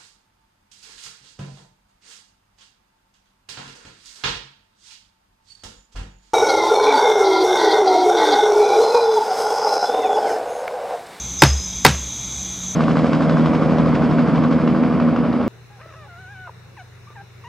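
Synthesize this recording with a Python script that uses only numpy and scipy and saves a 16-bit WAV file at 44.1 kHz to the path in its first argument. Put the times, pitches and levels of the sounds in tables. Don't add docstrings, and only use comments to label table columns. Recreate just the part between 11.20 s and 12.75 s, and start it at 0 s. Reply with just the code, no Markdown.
import sys
import numpy as np
from scipy import signal
from scipy.io import wavfile

SR = 44100
rng = np.random.default_rng(int(sys.argv[2]) if len(sys.argv) > 2 else 0)


def how_loud(loudness_db):
    steps = np.asarray(loudness_db, float) / 20
    return 10 ** steps


def unload_audio(sound):
    columns = np.transpose(np.atleast_2d(sound))
    steps = np.round(np.clip(columns, -1, 1) * 32767)
    wavfile.write(sys.argv[1], SR, steps.astype(np.int16))


N = 68355

# (frequency [Hz], level per Hz [dB])
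AIR = [(30, -12), (60, -8.5), (200, -9), (400, -19.5), (1000, -19), (1800, -27.5), (4500, -22.5),
       (9000, -37)]
# (frequency [Hz], rms level [dB], width [Hz])
MOTOR = [(61.5, -40.5, 4.6), (72.8, -47, 9.9), (123, -46, 18), (184.3, -42, 7), (229, -55, 18),
         (276.5, -57, 5.6), (334.4, -60.5, 13.5)]
# (centre [Hz], pitch spread [Hz], level [dB], pulse rate [1/s], share of blur [0-1])
CHOIRS = [(2280, 140, -51, 63, 0.04), (3410, 110, -46.5, 52, 1), (3796, 110, -44.5, 36, 0.96),
          (4870, 180, -57.5, 26, .5), (5980, 41, -43, 70, 0), (6196, 150, -32.5, 51, 0.68),
          (6480, 70, -36.5, 24, 0.76), (7195, 200, -42, 130, 0.3), (7560, 450, -50, 64, 1)]
# (time [s], level [dB])
NEAR_CRICKET = [(0.169, -85), (.195, -34), (.3, -31), (.36, -40), (.41, -35.5), (.5, -44.5), (.6, -47.5),
                (.72, -45), (.9, -58), (1.25, -57), (1.4, -76)]
# (time [s], level [dB])
LOWER_CRICKET = [(0, -54), (.19, -46), (.3, -50), (.45, -56), (.53, -45), (.63, -45), (.72, -52), (.8, -45),
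                 (.88, -47), (.98, -50), (1.15, -42), (1.21, -52), (1.28, -42), (1.36, -52), (1.55, -47)]
CONTACT_S = [
    .2207,
    .2353,
    .2489,
    .6492,
    .6639,
    .6726,
]
# (level [dB], brightness [dB], ground shake [dB])
BLOWS = [
    (9, -0.2, 0.5),
    (-5.5, 10, -55),
    (-13, -21, -43),
    (11, 1.3, -4.5),
    (-6, 8.5, -36),
    (-17, -24, -29),
]
# (start pitch [Hz], sag [Hz/s], peak level [dB], peak delay [s], build-up power, suddenness of the end)
GROUND_WAVES = [(325.5, 460, -6, .012, 4.5, 1.3), (212.6, 66, -21, 0.015, 0.99, 1.05),
                (154.5, 450, -10, 0.016, 0.9, 1), (103, 17, -16.5, 0.022, 2.1, 1.24),
                (71.1, 13, -14, 0.084, 1.06, 2.5)]
SECOND_THUD_DB = [-4.0, 3, 1.3, -1, -2]
# (frequency [Hz], level [dB], t60 [s])
MODES = [(405.5, -14.5, 0.049), (566, -5, 0.022), (764, -3.5, 0.023), (893, -3.5, 0.026), (994, -9, 0.038),
         (1113, -7.5, 0.02), (1358, -9.5, 0.031), (1580, -4, 0.017), (2014, -5, 0.026), (2528, -11, 0.028),
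         (3530, -25, 0.032), (3760, -17, 0.035), (4410, -16, 0.026), (5115, -11, 0.022)]
# (frequency [Hz], level per Hz [dB], t60 [s])
TAIL = [(148, 9, 0.17), (300, 1, 0.13), (556, 1, .14), (1310, -4, 0.18), (2970, -7, 0.19),
        (4800, -6.5, 0.13), (9700, -23, 0.22), (12900, -45, 0.13)]


def rms_one(x):
    return x / np.sqrt(np.mean(x ** 2) + 1e-20)


def drift(rate):
    step = 40
    r = np.exp(-2 * step * np.pi * rate / SR)
    slow = signal.lfilter([1], [1, -2 * r, r * r], rng.standard_normal(N // step + 2002))[2000:]
    return np.interp(np.arange(N) / step, np.arange(len(slow)), rms_one(slow))


def ring(x, hz, t60):
    r, w = how_loud(-60 / (t60 * SR)), 2 * np.pi * hz / SR
    return signal.lfilter([0, np.sin(w)], [1, -2 * r * np.cos(w), r * r], x + 1e-18)


def narrow(hz, width_hz):
    x = rng.standard_normal(N + SR)
    for _ in range(3):
        x = ring(x, hz, 1.1 / width_hz)
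    return rms_one(x[SR:])


def bandpass(low_hz, high_hz, order, x):
    return signal.sosfilt(signal.butter(order, [low_hz, high_hz], "band", fs=SR, output="sos"), x)


def bands(low_hz, count):
    edges = low_hz * 2 ** (np.arange(count + 1) / 2)
    for low, high in zip(edges, edges[1:]):
        noise = rng.standard_normal(N + 8000)
        yield np.sqrt(low * high), bandpass(low, min(high, .45 * SR), 2, noise)[8000:]


def at_hz(table, hz, column=1):
    table = np.array(table)
    return np.interp(np.log(hz), np.log(table[:, 0]), table[:, column])


def over_time(table):
    return how_loud(np.interp(np.arange(N) / SR, *np.transpose(table)))


def clicks(db):
    out = np.zeros(N)
    out[(np.array(CONTACT_S) * SR).astype(int)] = how_loud(db)
    return out


def decays(db, t60):
    return signal.lfilter([1], [1, -how_loud(-60 / (t60 * SR))], clicks(db) + 1e-18)


def night_air():
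    layers = [how_loud(at_hz(AIR, hz) + drift(1.7)) * noise for hz, noise in bands(22.64, count=18)]
    return how_loud(-39.5) * rms_one(sum(layers))


def far_motor():
    return sum(how_loud(db) * narrow(hz, width_hz) for hz, db, width_hz in MOTOR)


def soil_bump():
    bump_s, length_s, bump_hz = 1.23, .025, 68.5
    t = np.arange(N) / SR
    swell = np.exp(-((t - bump_s) / length_s) ** 2)
    return how_loud(-37) * swell * np.sin(2 * np.pi * bump_hz * t)


def trill(hz, rate, wobble_hz, uneven_db, wander_hz=0):
    beat = np.cumsum(rate * (1 + 0.1062 * drift(10.86))) / SR + rng.random()
    pitch = hz + wobble_hz * drift(24.9) + wander_hz * drift(3)
    tone = np.sin(2 * np.pi * np.cumsum(pitch) / SR)
    return rms_one(np.sin(np.pi * beat) ** 2 * how_loud(uneven_db * drift(39)) * tone)


def cricket_choirs():
    singers, sway_db = 7, 1.2
    out = np.zeros(N)
    for hz, spread_hz, db, rate, blur in CHOIRS:
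        places = np.linspace(-1.3, 1.3, singers) + rng.uniform(-0.22, .2, singers)
        voices = rms_one(sum(trill(hz + spread_hz * place, rate * rng.uniform(1.0, 1.2),
                                   wobble_hz=15.03, uneven_db=3, wander_hz=25) for place in places))
        choir = np.sqrt(1 - blur) * voices + np.sqrt(blur) * narrow(hz, 2 * spread_hz)
        out += how_loud(db + sway_db * drift(9)) * choir
    return out


def near_crickets():
    near_hz, lower_hz, haze = 5090, 3380, .8
    near = trill(near_hz, 49, wobble_hz=30, uneven_db=3) + haze * narrow(near_hz, 160)
    lower = trill(lower_hz, 59, wobble_hz=30, uneven_db=3) + haze * narrow(lower_hz, 80)
    return over_time(NEAR_CRICKET) * near + how_loud(-1) * over_time(LOWER_CRICKET) * rms_one(lower)


def ground():
    out = np.zeros(N)
    for s, (_, _, shake_db) in zip(CONTACT_S, BLOWS):
        t = np.maximum(np.arange(N) / SR - s, 0)
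        for (hz, sag, peak_db, peak_s, power, end), second_db in zip(GROUND_WAVES, SECOND_THUD_DB):
            swell = (t / peak_s * np.exp((1 - (t / peak_s) ** end) / end)) ** power
            wave = np.sin(2 * np.pi * (hz - sag * t / 2) * t)
            out += how_loud(peak_db + shake_db + second_db * (s > .5)) * swell * wave
    return out


def crumbling_tail():
    rise_s, late_db, late_stretch = 0.0013, -11, 2.92
    db = np.transpose(BLOWS)[0]
    r = np.exp(-1 / (rise_s * SR))
    grit = how_loud(1.5 * drift(250))
    out = np.zeros(N)
    for hz, noise in bands(133, count=14):
        level_db, t60 = db - 15 + at_hz(TAIL, hz), at_hz(TAIL, hz, column=2)
        fall = decays(level_db, t60) + decays(level_db + late_db, late_stretch * t60)
        out += grit * noise * signal.lfilter([1 - r], [1, -r], fall)
    return out


def crack():
    db, bright_db, _ = np.transpose(BLOWS)
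    burst = bandpass(740, 4300, 1, rng.standard_normal(N))
    tick = bandpass(3000, 11000, 1, rng.standard_normal(N))
    out = decays(db + bright_db - 2.5, t60=0.02) * burst
    return out + decays(db + bright_db - 33, t60=0.0035) * tick


def mould_and_chisel():
    bright_above_hz, spread_db = 3000, 0.5
    db, bright_db, _ = np.transpose(BLOWS)
    out = np.zeros(N)
    for k, (hz, level_db, t60) in enumerate(MODES):
        luck_db = spread_db * rng.standard_normal(len(db))
        hit = clicks(db + level_db + luck_db + bright_db * (hz > bright_above_hz))
        out += (-1) ** k * ring(hit, hz, t60)
    return out


def scene():
    background = night_air() + far_motor() + soil_bump() + cricket_choirs() + near_crickets()
    blows = ground() + crumbling_tail() + crack() + mould_and_chisel()
    return np.tile(background + blows, (2, 1))


def low_pass(x):
    return signal.sosfilt(signal.butter(12, 20000, fs=SR, output="sos"), x)


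def record(dry):
    low_cut_hz, top_cut_hz, mismatch_s = 48, 16100, .0004
    dry = signal.sosfilt(signal.butter(3, low_cut_hz, "high", fs=SR, output="sos"), dry)
    alike, own = rng.standard_normal((1, N)), rng.standard_normal((2, N))
    own = own + 1.35 * signal.lfilter(*signal.butter(1, 477, fs=SR), own)
    wet = np.clip(dry + how_loud(-49.5) * (.35 * alike + own), -1, 1)
    wet += how_loud(-43) * np.roll(wet, int(mismatch_s * SR), axis=1) * [[1], [-1]]
    wet = signal.sosfilt(signal.cheby2(20, 70, top_cut_hz, fs=SR, output="sos"), wet)
    return low_pass(np.clip(how_loud(.1) * wet, -1, 1))


dry = scene()
out = record(dry)
unload_audio(out)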